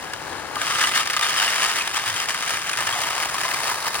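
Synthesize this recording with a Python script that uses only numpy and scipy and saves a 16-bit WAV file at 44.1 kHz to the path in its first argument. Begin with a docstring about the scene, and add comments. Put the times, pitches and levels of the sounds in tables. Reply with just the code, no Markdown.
"""Dry grains slide and rustle in a bag; from half a second on they patter into a paper funnel.
The funnel stands in a nearly full glass jar, close by in a small room with a low rumble.
The uneven stream, with clumps, knocks and ringing taps, excites the paper and the jar mouth.
As grains heap up in the throat, the bright rattle fades and the funnel sounds deeper and ticks."""
import sys
import numpy as np
from scipy import signal
from scipy.fft import rfft, irfft
from scipy.io import wavfile

SR = 44100
rng = np.random.default_rng(int(sys.argv[2]) if len(sys.argv) > 2 else 0)


def wav_out(sig):
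    """Save sig, one row per channel (or a flat mono array), as 16-bit PCM at SR to the path in sys.argv[1]."""
    wavfile.write(sys.argv[1], SR, np.round(np.clip(np.atleast_2d(sig).T, -1, 1) * 32767).astype(np.int16))


N = 176400
TIME_S = np.arange(N) / SR
SIDES = np.array([[.5], [-.5]])  # splits a left-minus-right value

# stream strength: (time [s], relative level [dB])
FLOW_LEVEL = [(0, -39), (.54, -40), (.62, -28.5), (.7, -23), (.745, -23.5), (.81, -20.5), (.91, -24.5),
              (.97, -19.5), (1.015, -21), (1.04, -31), (1.205, -29), (1.23, -22.5), (1.32, -23.5),
              (1.4, -21.5), (1.55, -23), (1.66, -21), (1.73, -24.5), (1.81, -24), (1.84, -28.5),
              (1.93, -30), (1.95, -24.5), (2.02, -26.5), (2.24, -26), (2.275, -32.5), (2.32, -28.5),
              (2.4, -28.5), (2.5, -28.5), (2.56, -27), (2.75, -29.5), (2.86, -25.5), (2.91, -27),
              (2.97, -25), (3.04, -24), (3.1, -28.5), (3.2, -24.5), (3.28, -29), (3.33, -29), (3.55, -26.5),
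              (3.63, -26.5), (3.7, -25.5), (3.78, -30.5), (3.86, -29), (3.92, -32.5), (4, -30)]
# grain on paper: (frequency [Hz], relative level [dB])
PAPER_TONE = [(100, -51), (300, -26.5), (600, -22.5), (900, -13), (1200, -0.8), (1460, -0.1), (1680, 0.5),
              (1900, 0.5), (2150, -0.3), (2450, -0.95), (3300, -6), (4300, -11), (5200, -9), (6100, -5.5),
              (7200, -9), (8000, -7.5), (9500, -9), (11500, -10.5), (13500, -13), (16000, -16.5)]
# funnel and jar mouth: (frequency [Hz], width [Hz], gain [linear])
FUNNEL_MODES = [(670, 20, 0.89), (917, 24, 0.48), (1135, 12, 0.3), (1276, 43, 0.5), (1610, 46.7, 0.42),
                (1782, 59, 0.44), (2070, 30, 0.4), (2394, 62, 0.67), (2850, 29, 0.49), (3010, 54, 0.57),
                (3150, 110, 0.37), (3602, 75, 1.23), (3880, 130, 0.48), (4360, 76, 0.56), (4740, 170, 0.7),
                (5070, 100, 1.2)]
def pour(gain_db=-4):
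    """Stream and clumps strike the paper; funnel and jar mouth resonate."""
    grains = np.hstack([clumps(), stream(FLOW_LEVEL, per_s=1150, spread_db=4)])
    patter = through(landings(*grains), tone(PAPER_TONE))
    impacts = patter + hollow(grains) + rattle(grains) + ticks(grains)
    return from_db(gain_db) * (resonate(impacts, FUNNEL_MODES) + cone_ring(patter))


# grains landing together: (time [s], relative level [dB], length [s])
GRAIN_CLUMPS = [(0.135, -18, 0.003), (.556, -20, 0.0024), (.616, -13.5, .003), (.839, -12, 0.01),
                (.872, -11, .014), (.956, -13.5, 0.00434), (1.057, -16, 0.0084), (1.073, -13.5, 0.0047),
                (1.1, -10.5, 0.011), (1.133, -12.5, 0.0089), (1.166, -9.5, 0.0086), (1.193, -13.5, 0.0044),
                (1.211, -12, 0.0024), (1.227, -10.5, 0.01), (1.377, -15, 0.0065), (1.425, -18, 0.0041),
                (1.478, -20, 0.0048), (1.628, -16, 0.0054), (1.76, -15, 0.0086), (1.786, -14, 0.0033),
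                (1.875, -12.5, 0.0057), (1.96, -16.5, 0.0083), (1.969, -13, 0.0075), (2.06, -14, 0.013),
                (2.078, -12, 0.017), (2.092, -29, 0.0028), (2.201, -13, 0.002), (2.287, -14.5, 0.0032),
                (2.294, -12.5, 0.0055), (2.306, -13.5, 0.0078), (2.345, -14, 0.0088), (2.424, -14, 0.0056),
                (2.462, -16.5, 0.0028), (2.477, -13.5, 0.0071), (2.494, -13.5, 0.0033),
                (2.506, -11.5, 0.0095), (2.537, -14.5, 0.0077), (2.57, -16, .004), (2.695, -13, 0.005),
                (2.714, -18, 0.0038), (2.732, -15, 0.0069), (2.773, -11.5, 0.023), (2.806, -12.5, 0.00795),
                (2.872, -14, 0.0059), (2.891, -17, 0.0055), (2.926, -15.5, .01), (3.005, -17, 0.01),
                (3.106, -15.5, 0.0017), (3.226, -14.5, 0.011), (3.343, -17, 0.006), (3.382, -20, 0.0037),
                (3.412, -16, 0.0028), (3.435, -20, 0.0051), (3.451, -19, 0.0027), (3.513, -15.5, 0.0054),
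                (3.543, -15, 0.0039), (3.718, -21, 0.0067), (3.867, -16, 0.014), (3.879, -15.5, 0.0069),
                (3.943, -17.5, 0.003), (3.953, -15.5, 0.013)]
def clumps(count=6, gain_db=5.5, leader_db=7.5, rise_db=1.5):
    """Times and strengths: one hard leading grain, then a quick run of softer ones."""
    start, db, length = np.transpose(GRAIN_CLUMPS)[:, :, None]
    order = np.arange(count)
    leader = order == 0
    lag = (order + rng.uniform(-.5, .5, (len(start), count))) * ~leader / count
    height = from_db(db + gain_db + leader_db * leader + rise_db * lag)
    return (start + length * lag).ravel(), height.ravel()


def stream(level, per_s, spread_db):
    """Times and strengths of irregular grains whose rms follows a level curve."""
    count = int(per_s * N / SR)
    s = np.abs(np.arange(count) + rng.uniform(-1, 1, count)) / per_s
    height = from_db(spread_db * np.minimum(rng.exponential(size=count), 3))
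    return s, height * from_db(at_time(level, s)) * np.sqrt(SR / per_s / np.mean(height ** 2))


def landings(s, height, count=64, size=768):
    """Grains hit random spots, each with its own crack, ring and ping. Rows: direct, echoes L and R."""
    crack_s, ring_s, ping_s = .0003, .0022, .0046
    t = np.arange(size) / SR
    cracks, rings = rng.standard_normal((2, count, size))
    cracks *= np.exp(-t / crack_s)
    rings = butter(rings * np.exp(-t / ring_s), "low", hz=4860, order=1)
    ping_hz = np.geomspace(1306, 4200, count)[:, None]
    pings = np.sin(2 * np.pi * ping_hz * t) * np.exp(-t / ping_s)
    hits = unit(cracks) + .5 * unit(rings) + from_db(-13.5) * unit(pings)
    colour_hz, colour_db = np.geomspace(500, 16000, 9), rng.normal(0, 2.5, (count, 9))
    spots = unit(through(hits, [tone(np.c_[colour_hz, db], size) for db in colour_db]))
    direct = np.zeros(N + size)
    for i, gain in zip(to_samples(s), height):
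        direct[i:i + size] += gain * spots[rng.integers(count)]
    return np.vstack([direct[:N], reflections(s, height)])


# loaded funnel: (time [s], level re patter [dB])
HOLLOW_LEVEL = [(0, -4), (.55, -7), (.68, -11), (1.7, -8), (2.4, -9), (2.7, -10), (2.9, -5), (3.4, -4.5),
                (4, -2)]
# (frequency [Hz], relative level [dB])
HOLLOW_SPECTRUM = [(100, -23), (350, -12.5), (550, -7), (690, -2), (820, 0), (980, 2), (1170, 3),
                   (1400, -8.5), (3000, -30.5), (16000, -16.5)]
def hollow(grains):
    """The loaded funnel answers each grain with a hollow knock."""
    return layer(grains, HOLLOW_LEVEL, HOLLOW_SPECTRUM)


# heavy landings: (time [s], relative level [dB])
HEAP_KNOCKS = [(.567, -15), (2.808, -17), (3.226, -25), (3.256, -15.5), (3.383, -38), (3.435, -22),
               (3.716, -16), (3.866, -19), (3.948, -34)]
def knocks(count=5, length_s=.00478, gain_db=5):
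    """A bunch of grains drops on the heap and thumps the cone."""
    s, db = np.repeat(HEAP_KNOCKS, count, axis=0).T
    s += length_s * rng.random(len(s))
    return through(landings(s, from_db(db + gain_db)), tone(HOLLOW_SPECTRUM))


# grains in the jar: (time [s], level re patter [dB])
RATTLE_LEVEL = [(0, -6.5), (.6, -6.5), (.85, -8), (1.4, -5), (1.8, -9), (2.1, -7.5), (2.7, -9), (3.1, -10),
                (4, -30)]
# (frequency [Hz], relative level [dB])
RATTLE_SPECTRUM = [(300, -44), (1800, -5), (2400, -10.5), (2900, 2), (3150, 1.5), (3400, 1.5), (3600, -4.5),
                   (4300, -8), (5000, -6.5), (7000, -28.5), (16000, -43)]
def rattle(grains):
    """Grains drop into the jar and rattle brightly while the throat is open."""
    return layer(grains, RATTLE_LEVEL, RATTLE_SPECTRUM)


# grain on grain: (time [s], level re patter [dB])
TICK_LEVEL = [(0, -34), (1.5, -43), (2.5, -41), (3.2, -10.5), (4, -1)]
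# (frequency [Hz], relative level [dB])
TICK_SPECTRUM = [(300, -33), (2000, -9), (4300, -1), (7000, -7), (10000, -4), (16000, -8)]
def ticks(grains):
    """Grains tick finely on the growing heap."""
    return layer(grains, TICK_LEVEL, TICK_SPECTRUM)


# cone resonance: (time [s], relative level [dB])
CONE_LEVEL = [(0, -24), (.55, -2), (.68, -3), (1, -6), (1.3, -5.5), (1.8, -22), (2.7, -9), (3.05, -10),
              (3.5, -14), (4, -13)]
def cone_ring(patter):
    """The patter rings one mode of the cone, most while it is still empty."""
    ring = mode(patter, hz=1231, width_hz=54)
    return .5 * from_db(at_time(CONE_LEVEL, TIME_S)) * ring * patter.std() / ring.std()


# hits on taut paper: (time [s], pitch [Hz], relative level [dB])
PAPER_TAPS = [(0.134, 1460, -25), (0.133, 1680, -26), (.566, 1200, -21), (0.612, 1530, -22),
              (0.614, 2960, -28), (0.705, 1137, -16.5), (0.806, 2530, -22), (.838, 1990, -19),
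              (.841, 2910, -11), (.993, 3630, -22), (1.013, 1280, -16), (1.19, 1580, -20),
              (1.229, 3620, -17), (1.376, 3120, -18), (1.422, 1420, -16), (1.477, 2810, -17),
              (1.594, 2980, -19), (1.627, 2340, -23), (1.779, 3030, -21), (1.785, 1285, -20),
              (1.808, 2520, -15), (1.967, 2710, -25), (2.162, 3165, -22), (2.289, 2840, -27),
              (2.304, 1635, -26), (2.347, 1180, -23), (2.476, 1600, -20), (2.476, 684, -29),
              (2.505, 2830, -24), (2.537, 1274, -27), (2.693, 1194, -23), (2.731, 2470, -19),
              (2.805, 1700, -20), (2.87, 1760, -18), (2.884, 2820, -23), (2.891, 685, -26),
              (2.926, 3270, -20), (2.960, 720, -22.5), (3.005, 2410, -27), (3.041, 1210, -23),
              (3.106, 1210, -29), (3.229, 1660, -23), (3.256, 804, -27), (3.257, 960, -28),
              (3.343, 2500, -28), (3.344, 1120, -26), (3.349, 1030, -23), (3.381, 1230, -19.5),
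              (3.449, 1030, -21), (3.541, 2330, -22), (3.678, 1290, -28), (3.698, 1260, -18.5),
              (3.719, 950, -26), (3.856, 1205, -22), (3.871, 914, -20), (3.879, 1770, -21),
              (3.953, 967, -24)]
def taps(ring_s=.0075, attack_s=.00042, gain_db=-1, echo_db=-6.5, size=4096):
    """A grain hits a taut spot, which rings briefly. Rows: direct, echoes L and R."""
    t, out = np.arange(size) / SR, np.zeros((3, N + size))
    envelope = np.exp(-t / ring_s) * (1 - np.exp(-t / attack_s))
    paths = from_db([[0], [echo_db], [echo_db]])
    for s, hz, db in PAPER_TAPS:
        i = int(s * SR)
        ring = envelope * np.sin(2 * np.pi * (hz * t + rng.random((3, 1))))
        out[:, i:i + size] += from_db(db + gain_db) * paths * ring
    return out[:, :N]


# sliding in bag and spout: (time [s], relative level [dB])
SLIDE_LEVEL = [(0, -36.5), (.17, -36.5), (.33, -33), (.42, -35.5), (.56, -34), (.8, -37.5), (2, -41),
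               (4, -39.5)]
# (frequency [Hz], relative level [dB])
SLIDE_SPECTRUM = [(80, 6.5), (190, -5.5), (270, 1), (450, 1.5), (660, 1.5), (820, 2.5), (1100, 1),
                  (1650, 0), (2000, -2.5), (3000, -8.5), (5000, -13), (9000, -16.5), (16000, -26)]
# (frequency [Hz], width [Hz], gain [linear])
SLIDE_MODES = [(765, 30, 0.87), (845, 30, 1.17), (1680, 68, 0.97), (3130, 47, 0.7), (3920, 130, 0.43)]
def slide(gain_db=-3):
    """Grains slide over each other in many tiny dull contacts."""
    contacts = landings(*stream(SLIDE_LEVEL, per_s=1600, spread_db=3.5))
    rustle = from_db(gain_db) * through(contacts, tone(SLIDE_SPECTRUM))
    return butter(resonate(rustle, SLIDE_MODES), "high", hz=110)


# scattered echoes: (frequency [Hz], relative level [dB])
ECHO_SPECTRUM = [(100, 0), (350, 6), (700, 0.5), (1300, 2.5), (3000, -7.5), (4500, 8), (6300, 4.5),
                 (8000, 2.5), (9700, 0.5), (12500, -3.5), (14000, -36), (16000, -28)]
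def reflections(s, height, near_t60_s=.016, room_t60_s=.068):
    """Funnel and hand, then the faint room, scatter each grain anew for each side."""
    t = np.arange(16384) / SR
    near = from_db(-4.5) * unit(from_db(-60 * t / near_t60_s))
    room = from_db(-41) * unit(from_db(-60 * t / room_t60_s))
    energy = np.bincount(to_samples(s), height ** 2, N + 1)[:N]
    power = np.abs(through(energy, near ** 2 + room ** 2))
    return from_db(-1) * through(np.sqrt(power) * rng.standard_normal((2, N)), tone(ECHO_SPECTRUM))


# direct sound: (frequency [Hz], left lead [rad])
LEFT_LEAD = [(50, .1), (900, .25), (2000, 1), (3400, 1.6), (4000, 1.5), (4400, -2.6), (5400, -3.1),
             (6100, -2.5), (6700, -3.5), (8000, -4.6), (9100, -6.2), (10300, -6.4), (11900, -9.1),
             (13400, -9.6), (15000, -12.4), (16000, -12.5)]
# echoes off hand and table: (left delay [s], right delay [s], level [dB])
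NEAR_BOUNCES = [(.0019, 0.001, -16.5), (.0047, 0.004, -43), (.0083, .0097, -31), (0.0154, 0.018, -29)]
def to_stereo(sound):
    """Direct sound reaches the two sides out of step; distinct and scattered echoes add to it."""
    direct, scattered = sound[0], sound[1:]
    hz = np.fft.rfftfreq(2 * N, 1 / SR)
    phase = np.exp(1j * SIDES * at_hz(LEFT_LEAD, hz))
    bounces = sum(from_db(db) * np.exp(-2j * np.pi * np.outer([left_s, right_s], hz))
                  for left_s, right_s, db in NEAR_BOUNCES)
    return irfft(rfft(direct, 2 * N) * phase * (1 + bounces))[:, :N] + scattered


# room noise: (frequency [Hz], relative level [dB])
RUMBLE_SPECTRUM = [(10, -34), (25, -40), (35, -8), (52, 0.5), (80, -4), (110, 0), (155, 5.5), (210, -4.5),
                   (400, -14.5), (1500, -40), (16000, -25)]
# low swells: (time [s], half-width [s], level [dB])
LOW_BOOMS = [(2.105, 0.083, -45.5), (2.9, 0.1, -51)]
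def rumble(gain_db=-50.5, boom_hz=105):
    """Steady low room noise, partly common to both sides, with two soft booms."""
    noise = through(rng.standard_normal((3, N)), tone(RUMBLE_SPECTRUM))
    boom = butter(rng.standard_normal(N), "band", hz=[.87 * boom_hz, 1.22 * boom_hz])
    swell = sum(from_db(db) * np.exp(-((TIME_S - s) / width_s) ** 2) for s, width_s, db in LOW_BOOMS)
    return from_db(gain_db) * (.73 * noise[0] + .6 * noise[1:]) + swell * boom / boom.std()


def layer(grains, level, spectrum):
    """Landings coloured by a spectrum and scaled by a level curve."""
    return from_db(at_time(level, TIME_S)) * through(landings(*grains), tone(spectrum))


def resonate(x, modes):
    return x + sum(gain * mode(x, hz, width_hz) for hz, width_hz, gain in modes)


def mode(x, hz, width_hz):
    return signal.lfilter(*signal.iirpeak(hz, hz / width_hz, fs=SR), x)


def butter(x, kind, hz, order=2):
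    return signal.sosfilt(signal.butter(order, hz, kind, fs=SR, output="sos"), x)


def tone(points, size=4096):
    """Minimum-phase response with the given spectrum, energy 1."""
    gain = from_db(at_hz(points, np.fft.rfftfreq(size, 1 / SR)))
    cepstrum = irfft(np.log(gain))
    cepstrum[1:size // 2] *= 2
    cepstrum[size // 2 + 1:] = 0
    return unit(irfft(np.exp(rfft(cepstrum))))


def through(x, response):
    return signal.fftconvolve(np.atleast_2d(x), np.atleast_2d(response), axes=-1)[:, :np.shape(x)[-1]]


def unit(x):
    """Scale to energy 1."""
    return x / np.sqrt(np.sum(x ** 2, axis=-1, keepdims=True) + 1e-20)


def from_db(db):
    return 10 ** (np.asarray(db) / 20)


def to_samples(s):
    return np.clip(s * SR, 0, N).astype(int)


def at_time(points, s):
    return np.interp(s, *np.transpose(points))


def at_hz(points, hz):
    knots_hz, value = np.transpose(points)
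    return np.interp(np.log(hz + 1), np.log(knots_hz), value)


# stereo balance: (frequency [Hz], left minus right [dB])
BALANCE = [(60, 0), (300, 2), (700, 0.5), (1050, 2), (1280, 1.5), (1430, 4.5), (1700, -0.5), (2400, 0.5),
           (2900, 3.5), (4800, 2.5), (5900, 1.5), (6700, 3.5), (8500, 0), (16000, 0)]
def scene(slide_left_db=6.5):
    """Funnel, sliding grains toward the left and room noise, coloured per side."""
    funnel = to_stereo(pour() + knocks() + taps())
    rustle = to_stereo(slide()) * from_db(SIDES * slide_left_db)
    balance = from_db(SIDES * at_hz(BALANCE, np.fft.rfftfreq(2 * N, 1 / SR)))
    return irfft(rfft(funnel + rustle + rumble(), 2 * N) * balance)[:, :N]


def record(dry, top_hz=15900):
    """Low cut, soft clip, steep high cut."""
    rounded = np.tanh(butter(dry, "high", hz=32, order=4))
    return signal.sosfilt(signal.ellip(12, .1, 80, top_hz, fs=SR, output="sos"), rounded)


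dry = scene()
out = record(dry)
wav_out(out)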